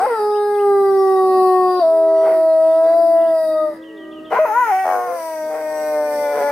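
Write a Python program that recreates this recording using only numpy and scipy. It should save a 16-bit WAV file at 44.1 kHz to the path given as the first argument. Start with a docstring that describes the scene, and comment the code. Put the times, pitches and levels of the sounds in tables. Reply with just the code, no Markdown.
"""A near wolf howls twice in a leafy enclosure: harmonics of its vocal folds, plus rasp and hiss in puffs.
The first howl yelps, sinks and breaks into another register, while birds chirp and twitter as gliding
whistles and other wolves, a few harmonics each, hold notes further off. Slurred bird calls lead to the
second howl: a cracking yelp, then a sinking note that flutters and splits into a half pitch, over more
far notes. Scatter follows wolves and birds; low filtered noise and a steady faint hiss run throughout."""
import sys
import numpy as np
from scipy import signal
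from scipy.fft import rfft, irfft, next_fast_len
from scipy.io import wavfile
from scipy.ndimage import uniform_filter1d, map_coordinates

SR = 44100
rng = np.random.default_rng(int(sys.argv[2]) if len(sys.argv) > 2 else 0)


def to_wav(s):
    """Save 16-bit WAV."""
    ch = np.atleast_2d(s).T  # columns
    pcm = np.round(np.clip(ch, -1, 1) * 32767)  # PCM
    wavfile.write(sys.argv[1], SR, pcm.astype(np.int16))


N = 287303

# the second yelp flips up in pitch between these times
CRACK_START_S, CRACK_END_S, CRACK_RATIO = 4.389, 4.453, 1.228
# resonances of the open register: f/Hz, level/dB
OPEN_REGISTER = [(288, -20), (312, -15), (365, -18.5), (500, -27), (565, 0), (750, 1.5), (855, -5),
                 (910, -16), (965, -4), (1110, -8), (1145, -25), (1250, -25), (1400, -13), (1520, -18),
                 (1700, -29.5), (2000, -25)]
# resonances of the low register: f/Hz, level/dB
LOW_REGISTER = [(418, 0), (436, -12.5), (462, 0), (494, -7.5), (535, 5), (745, -4), (780, -13), (835, -5),
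                (980, -11.5), (1110, -5.5), (1160, -16.5), (1240, -16), (1330, -8), (1430, -16.5),
                (1490, -40.5), (1680, -24)]
# resonances of the upper register: f/Hz, level/dB
UPPER_REGISTER = [(320, -22.5), (590, -1.5), (680, 2.5), (935, -26.5), (975, -21.5), (1200, -21.5),
                  (1240, -10.5), (1268, -26.5), (1340, -31), (2500, -34)]


def amp(db):
    """Amplitude ratio of a level in dB."""
    return 10 ** (np.asarray(db) / 20)


def unit(x):
    """x scaled to rms 1."""
    return x / np.sqrt(np.mean(x ** 2) + 1e-20)


def along(points, hz):
    """Interpolate (f/Hz, value) points on a log frequency axis."""
    f, v = np.transpose(points)
    return np.interp(np.log(hz + 1), np.log(f + 1), v)


def curves(rows):
    """One value per sample for each column after the time."""
    s, *cols = np.transpose(rows)
    return [np.interp(np.arange(N) / SR, s, c) for c in cols]


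def sounding(rows):
    """1 between the first and last row, with soft edges."""
    t = np.arange(N) / SR
    inside = (t >= rows[0][0]) & (t <= rows[-1][0])
    return uniform_filter1d(1.0 * inside, size=400)


def wobble(rate):
    """A smooth random curve, rate knots a second."""
    knots = rng.standard_normal(int(N * rate / SR) + 4)
    return map_coordinates(knots, [np.arange(N) * rate / SR])


def cycle(hz):
    """Running phase of a pitch curve."""
    return 2 * np.pi * np.cumsum(hz) / SR


def filtered(x, gain):
    """x times a gain that depends on frequency."""
    n = x.shape[-1]
    m = next_fast_len(n + 8192)
    return irfft(rfft(x, m) * gain(np.fft.rfftfreq(m, 1 / SR)), m)[..., :n]


def noise(spectrum, side_db, size=N):
    """Coloured stereo noise of rms 1."""
    white = rng.standard_normal((2, size))
    mid, side = filtered(white, lambda hz: amp(along(spectrum, hz)))
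    side = amp(side_db) * side
    return unit(np.array([mid + side, mid - side]))


def first_howl():
    """Sung through pursed lips; its thin top harmonics fade as it goes on."""
    # t/s, pitch f/Hz, level/dB
    melody = [(0, 356.7, -19), (.058, 429.8, -9), (.068, 530, -18), (.11, 472.6, -15), (.2, 419.3, -18),
              (.55, 411.5, -18), (.68, 402.7, -13), (.95, 388.4, -12), (1.22, 377, -14.5),
              (1.45, 372.1, -13.5), (1.79, 363.9, -17.5), (1.84, 325.9, -13.5), (2.44, 323.1, -14),
              (2.6, 320.8, -12), (2.86, 327.3, -13.5), (2.96, 335.5, -14), (3.25, 331, -14.5),
              (3.46, 316.9, -16.5), (3.65, 308.9, -16.5), (3.73, 296.8, -27), (3.78, 270, -54)]
    # t/s, overtone level/dB, hiss level/dB; both before the offsets below
    treble = [(0, -40, -48), (.12, -23, -49.5), (.25, -45, -51), (0.701, -38.5, -51.5), (1.351, -34, -46.5),
              (1.74, -37.5, -47.5), (1.861, -49, -52), (2.85, -40.5, -50), (3.6, -43, -51),
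              (3.78, -46, -58)]
    # overtone resonances, lips pursed: f/Hz, level/dB
    throat = [(1400, -11), (1650, 5), (1900, 4.5), (2080, 1), (2230, -35.5), (2450, -15.5), (2600, -11.5),
              (2750, -24.5), (2950, -19), (3300, -26)]
    # top harmonics: f/Hz, level/dB
    buzz = [(2900, -7), (3250, -18), (3900, 4.5), (4250, -11.5), (4650, 5.5), (5400, -7), (5900, -12),
            (7400, -17), (8500, 0), (11000, -8.5)]
    # hiss spectrum, lips pursed: f/Hz, relative level per Hz/dB
    mouth = [(3200, -30), (3900, -1), (4250, -15.5), (4650, 2.5), (5400, -2.5), (5900, -17.5), (7500, -14),
             (8400, -3), (10200, 4), (11700, -5), (14000, -2), (15500, -13.5)]
    return howl(melody, treble, throat, buzz, mouth, jaw=1.0, jitter=0.0011,
                overtone_db=-14, buzz_db=-10.5, buzz_fade_db_per_s=3.2,
                husk_db=-49, rasp_db=-0.5, harsh_db=-11.5, hiss_db=-1.0)


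def second_howl():
    """Sung with jaws that open further, then slowly close."""
    # t/s, pitch f/Hz without the crack, level/dB
    melody = [(4.302, 290, -44), (4.322, 320, -21), (4.345, 446.6, -15), (4.375, 504, -10.5),
              (4.42, 517.5, -12), (4.448, 509.8, -12), (4.475, 440.4, -15), (4.515, 420.3, -12),
              (4.56, 474.5, -9), (4.605, 506.2, -9.5), (4.7, 424, -10), (4.725, 375.3, -16),
              (4.825, 380.6, -20.5), (4.86, 373.8, -19.5), (4.95, 364.3, -19.5), (5.05, 361, -24.5),
              (5.21, 327.5, -29), (5.4, 311.5, -24), (5.76, 308, -23.5), (5.97, 301.3, -19),
              (6.18, 294.3, -19.5), (6.4, 287.4, -20.5), (6.51, 285.2, -18.5)]
    # t/s, overtone level/dB, hiss level/dB; both before the offsets below
    treble = [(4.31, -59, -59), (4.45, -46, -51.5), (4.559, -26.5, -46), (4.78, -23.5, -46.5),
              (4.96, -38.5, -47.5), (5.3, -38, -46), (5.902, -34, -47), (6.351, -32.5, -42.5),
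              (6.51, -28, -39)]
    # overtone resonances, mouth open: f/Hz, level/dB
    throat = [(1400, 5), (1650, -1), (1880, -0.5), (2230, -6.5), (2550, -16), (3000, -21.5), (3500, -32)]
    # hiss and top harmonics, mouth open: f/Hz, relative level/dB
    mouth = [(2900, -12), (4150, -11), (4700, -1), (5200, -8), (5700, 4), (6400, -9), (7200, -12),
             (8450, 2), (9200, -5), (11800, 1), (12900, -4), (14100, -1), (15700, -8)]
    # t/s, shift of the mouth resonances as a frequency ratio
    jaw_rows = [(4.3, 1.05), (4.6, 1.15), (4.9, 1.1), (5.2, 1.02), (5.5, 1.01), (6.5, .99)]
    return howl(melody, treble, throat, mouth, mouth, jaw=curves(jaw_rows)[0], jitter=.0012,
                overtone_db=-10.0, buzz_db=-16, buzz_fade_db_per_s=3.0,
                husk_db=-43, rasp_db=-6.0, harsh_db=-11.5, hiss_db=0)


def howl(rows, treble, throat, buzz, mouth, jaw, jitter, overtone_db, buzz_db, buzz_fade_db_per_s,
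         husk_db, rasp_db, harsh_db, hiss_db):
    """Clean harmonics of the vocal folds, with rasp and hiss puffed out once a cycle."""
    # second vibration of the folds: t/s, rate as a share of the pitch
    flutter_rate = [(3.6, .385), (4.85, .225), (4.88, .232), (4.96, .28), (5.04, .32), (5.09, .5)]
    # rasp spectrum: f/Hz, relative level per Hz/dB
    rasp_spectrum = [(200, -31), (330, -22.5), (460, 8), (560, -7), (780, 4), (1050, -12.5), (1400, -11),
                     (2200, -36), (3500, -54.5)]
    # spectrum that joins a loud rasp: f/Hz, relative level per Hz/dB
    harsh_spectrum = [(600, -34), (1000, -1), (1450, -1), (1750, -12.5), (2100, -5), (2400, -16.5),
                      (2750, -23), (3600, -32), (8000, -37.5)]

    pitch, level = curves(rows)
    pitch = pitch * CRACK_RATIO ** (after(CRACK_START_S) - after(CRACK_END_S))
    upper, hiss = curves(treble)
    age_s = np.arange(N) / SR - rows[0][0]
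    spell, depth = spells()
    rasp = 20 * np.log10(np.hypot(amp(husk_db), spell))

    # the rougher the voice, the less steady its folds
    rough = np.clip(amp(rasp - level), 0, 1)
    phase = cycle(pitch * (1 + jitter * wobble(70) + .04 * rough * wobble(300)))

    # a slower vibration swings their timing and strength, which adds sidebands
    depth = depth * amp(wobble(17))
    swing = np.cos(cycle(pitch * curves(flutter_rate)[0] * (1 + .025 * wobble(80))))
    swung = phase + depth * swing / np.pi
    flutter = 1 + .45 * depth * swing

    voice = np.zeros(N)
    for k in range(1, 5):
        gain = amp(level + 0.28 * k * wobble(18)) * register_gain(k * pitch)
        voice += np.sqrt(2) * gain * np.sin(k * swung + rng.uniform(0, 2 * np.pi))
    voice += amp(upper + overtone_db) * overtones(phase, pitch, throat, first=5, count=8, waver_db=0.0)

    # the jaws shift the resonances of the thin top harmonics and of the hiss
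    top_gain = amp(hiss + buzz_db - buzz_fade_db_per_s * age_s)
    voice += top_gain * overtones(phase, pitch / jaw, buzz, first=9, count=32, waver_db=6.5)
    read_at = np.cumsum(jaw * np.ones(N))
    source = noise(mouth, side_db=3.5, size=N + 2 * SR)
    breath = np.array([map_coordinates(channel, [read_at]) for channel in source])

    # a loud rasp is also a brighter one
    harsh = amp(harsh_db + .5 * np.minimum(rasp + 30, 0)) * noise(harsh_spectrum, side_db=-8.0)
    turbulence = amp(rasp) * (amp(rasp_db) * noise(rasp_spectrum, side_db=-13) + harsh)
    turbulence = turbulence + amp(hiss + hiss_db + 1.8 * wobble(8.1)) * breath
    puffs = unit(1 + 0.39 * np.cos(phase))
    return sounding(rows) * flutter * (voice + puffs * turbulence)


def after(s):
    """0 before a register break at time s, 1 after it."""
    break_s = 0.0061  # time that a break takes
    return np.clip((np.arange(N) / SR - s) / break_s + .5, 0, 1)


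def spells():
    """Rasp amplitude and flutter depth: each rough spell swells and dies away."""
    # t/s, swelling time/s, dying time/s, rasp level/dB, flutter depth [1]
    spell_rows = [(.015, 0.022, .07, -23.5, 0.08), (.12, .03, 0.28, -39, 0.1),
                  (2.275, 0.046, .075, -26, 0.18), (2.86, .04, .12, -34.5, 0.074),
                  (4.335, .022, .05, -14.5, 0.18), (4.458, .012, .04, -22, 0),
                  (4.551, .03, 0.026, -36, 0.0037), (4.68, .025, .04, -29, 0.08),
                  (4.857, .014, 0.15, -29.5, 1.42), (5.109, .04, 0.075, -33, 0.18),
                  (5.56, .07, .08, -31.5, 0.6), (5.73, 0.04, 1, -45, 0.48), (6.38, .055, .06, -24, 0.66),
                  (6.501, .03, .04, -28, 0.039)]
    t = np.arange(N) / SR
    rasp, flutter = np.zeros(N), np.zeros(N)
    for s, swelling_s, dying_s, db, depth in spell_rows:
        shape = np.exp(-((t - s) / np.where(t < s, swelling_s, dying_s)) ** 2)
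        rasp += amp(db) * shape
        flutter += depth * shape
    return rasp, flutter


def register_gain(hz):
    """Gain of a low harmonic sliding through the resonances of the register of the moment."""
    # breaks of the voice: t/s, new register
    breaks = [(0, OPEN_REGISTER), (0.065, LOW_REGISTER), (1.798, UPPER_REGISTER), (4.0, OPEN_REGISTER),
              (CRACK_START_S, UPPER_REGISTER), (CRACK_END_S, OPEN_REGISTER)]
    gain = amp(along(breaks[0][1], hz))
    for s, register in breaks[1:]:
        gain = gain + after(s) * (amp(along(register, hz)) - gain)
    return gain


def overtones(phase, pitch, spectrum, first, count, waver_db):
    """Harmonics first to count sliding through fixed resonances, each wavering by itself."""
    total = np.zeros(N)
    for k in range(first, count + 1):
        gain = amp(along(spectrum, k * pitch) + waver_db * wobble(5))
        total += gain * np.sin(k * phase + rng.uniform(0, 2 * np.pi))
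    return np.sqrt(2) * total


def near_stereo(wolf):
    """Places the near wolf by a level difference per frequency and a small lead on the left."""
    # f/Hz, left minus right level/dB
    pan = [(60, 2), (110, -3.5), (200, 4.5), (380, -1.5), (700, 2.5), (1290, 4.5), (2380, -4.5), (4400, 14),
           (8120, 2.5), (15000, 5.5)]
    lead_s = 3e-5

    def gain(hz):
        level = amp(np.outer([.5, -.5], along(pan, hz)))
        return level * np.exp(np.outer([1, -1], 1j * np.pi * hz * lead_s))
    return filtered(wolf, gain)


def far_pack():
    """Other wolves, in low and high notes with their own resonances."""
    # one table per howl: t/s, pitch f/Hz, level/dB
    low_notes = [
        [(1.8, 328, -52), (1.95, 323.1, -42.5), (2.5, 319.7, -45.5), (2.87, 311, -40), (3.4, 320.5, -36.5),
         (3.75, 323, -37.5), (4.2, 316.7, -33.5), (4.45, 311, -49.5), (4.8, 305, -50)],
        [(1.82, 405, -49), (1.93, 410.8, -34.5), (2.3, 392.3, -29.5), (2.4, 365, -34.5), (2.52, 330.1, -48)],
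        [(3.82, 447, -60.5), (3.93, 440, -46), (4.04, 367.6, -46), (4.16, 391, -46), (4.3, 354, -44)],
        [(4.88, 508, -47), (4.96, 487, -36.5), (5.04, 479, -36.5), (5.12, 513.3, -32), (5.23, 538.5, -46)],
    ]
    # one table per howl: t/s, pitch f/Hz, level/dB
    high_notes = [
        [(1.1, 585, -57), (1.23, 591, -42), (1.45, 620, -45), (1.64, 615, -45), (1.8, 572, -41)],
        [(3.78, 517, -43), (3.92, 576, -50), (4.04, 598.4, -46), (4.16, 613, -44), (4.28, 628, -42.5),
         (4.47, 629, -37), (4.6, 624, -42), (4.7, 625, -67)],
        [(5.7, 548.6, -50), (5.98, 522, -45), (6.25, 513.7, -35), (6.51, 491, -39)],
    ]
    # resonances of the low notes: f/Hz, level/dB
    low_voice = [(300, -2.5), (520, 6), (630, -15), (960, -18), (1280, -23), (1600, -27), (1930, -13.5),
                 (2050, -42), (2700, -42.5)]
    # resonances of the high notes: f/Hz, level/dB
    high_voice = [(650, 0), (1000, -31.5), (1230, -3.5), (1450, -28.5), (1850, -24), (2500, -30),
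                  (3600, -42)]
    low = sum(far_howl(rows, low_voice, waver=.003) for rows in low_notes)
    return low + sum(far_howl(rows, high_voice, waver=0.0028) for rows in high_notes)


def far_howl(rows, voice, waver):
    """A distant wolf: a few harmonics that fade in and out on their way."""
    pitch, db = curves(rows)
    phase = cycle(pitch * (1 + waver * wobble(25)))
    return sounding(rows) * amp(db) * overtones(phase, pitch, voice, first=1, count=6, waver_db=3.0)


def chirps():
    """Whistles that dive and climb again."""
    # t/s, level/dB relative to the other birds
    calls = [(.3, -50.5), (.54, -49.5)]
    # t from the start/s, nominal f/Hz, level/dB relative to the call
    shape = [(0, 4200, -8), (.015, 3450, 8), (.025, 2500, -25.5), (.045, 2550, 5), (.065, 3050, 7.5),
             (.075, 3400, -2)]
    return bird(calls, shape)


def twitters():
    """A whistle that swings up and down at an uneven rate, loudest in its middle."""
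    # t/s, level/dB relative to the other birds
    calls = [(1.675, -49), (2.16, -51.5), (2.62, -53.5), (3.165, -49)]
    trill_hz, swing_hz, trills_per_s = 3205, 480, 23
    length_s, edge_fade_db = 0.16, 3.5
    song = np.zeros(N)
    for s, db in calls:
        age_s = np.arange(N) / SR - s
        hz = trill_hz - swing_hz * np.cos(2 * np.pi * trills_per_s * age_s + 1.1 * wobble(70))
        arch_db = -edge_fade_db * (2 * age_s / length_s - 1) ** 2
        gain = sounding([(s,), (s + length_s,)]) * amp(db + arch_db + 2.5 * wobble(80))
        song += gain * np.sqrt(2) * np.sin(cycle(hz))
    return song


def slurs():
    """Whistles that jump about at the start, then slide down."""
    # t/s, level/dB relative to the other birds
    calls = [(3.82, -52), (3.965, -52.5), (4.11, -49.5), (4.245, -48.5)]
    # t from the start/s, nominal f/Hz, level/dB relative to the call
    shape = [(0, 3220, 2), (.012, 3720, 4.5), (0.022, 2750, 8), (0.025, 3286, 4), (0.051, 3120, 4.5),
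             (.08, 2916, 8), (.095, 2640, -2)]
    return bird(calls, shape)


def bird(calls, shape):
    """One whistled figure, repeated with small changes of pitch."""
    song = np.zeros(N)
    for s, db in calls:
        rows = np.array(shape) + [s, 0, db]
        hz, level = curves(rows)
        tone = np.sin(cycle(hz * (1 + rng.normal(0, 0.025))))
        song += np.sqrt(2) * sounding(rows) * amp(level) * tone
    return song


def leaf_scatter(wolf):
    """Leaves throw back mostly treble."""
    # f/Hz, level/dB
    scatter = [(300, -23.5), (700, -19), (1200, -12), (2500, 1), (6000, -2)]
    return filtered(wolf.mean(axis=0), lambda hz: amp(along(scatter, hz)))


def yard(x):
    """Scatter from fences and foliage: decaying noise, different at each ear."""
    # f/Hz, t60/s
    decay = [(200, 0.27), (2000, 0.49), (10000, 0.14)]
    hz, t, z = signal.stft(rng.standard_normal((2, SR // 2)), SR, nperseg=256)
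    fade = amp(-60 * t / along(decay, hz)[:, None])
    tail = signal.istft(z * fade, SR, nperseg=256)[1]
    delayed = np.pad(x, (400, 0))[None]
    return signal.fftconvolve(delayed, tail / np.linalg.norm(tail[0]), axes=1)[:, :N]


def background_noise():
    """Low noise with a set level curve, under a steady faint hiss."""
    # spectrum: f/Hz, relative level per Hz/dB
    spectrum = [(25, -26), (60, -17), (120, -14.5), (190, -7.5), (250, 1), (400, -4), (700, -15),
                (1200, -23.5), (2500, -28.5), (3800, -29), (4500, -33), (15000, -39.5)]
    # gain of the low noise: t/s, level/dB
    noise_level = [(0, -46), (.15, -54), (.8, -44.5), (1.6, -42), (2.05, -49.5), (3.4, -50), (4.25, -42.5),
                   (4.45, -56), (5.55, -51.5), (5.85, -47), (6.5, -47)]
    hiss_gain_db, split_hz = -47.5, 1500
    whole = noise(spectrum, side_db=-19)
    low = filtered(whole, lambda hz: 1 / (1 + (hz / split_hz) ** 4))
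    low_gain = amp(curves(noise_level)[0] + 2.7 * wobble(9.7))
    return low_gain * low + amp(hiss_gain_db) * (whole - low)


def scene():
    """Near wolf, pack, birds, their scatter and the background noise."""
    # a muzzle radiates no bass
    wolf = filtered(first_howl() + second_howl(), lambda hz: 1 - 1 / (1 + (hz / 190) ** 5))
    pack = far_pack()
    birds = chirps() + twitters() + slurs()
    echoes = yard(leaf_scatter(wolf) + amp(-9.5) * pack + amp(-10.5) * birds)
    return near_stereo(wolf) + pack + amp(-6.5) * birds + echoes + background_noise()


def record(dry):
    """Removes everything from the band limit up."""
    top_hz = 15700
    return filtered(dry, lambda hz: hz < top_hz)


dry = scene()
out = record(dry)
to_wav(out)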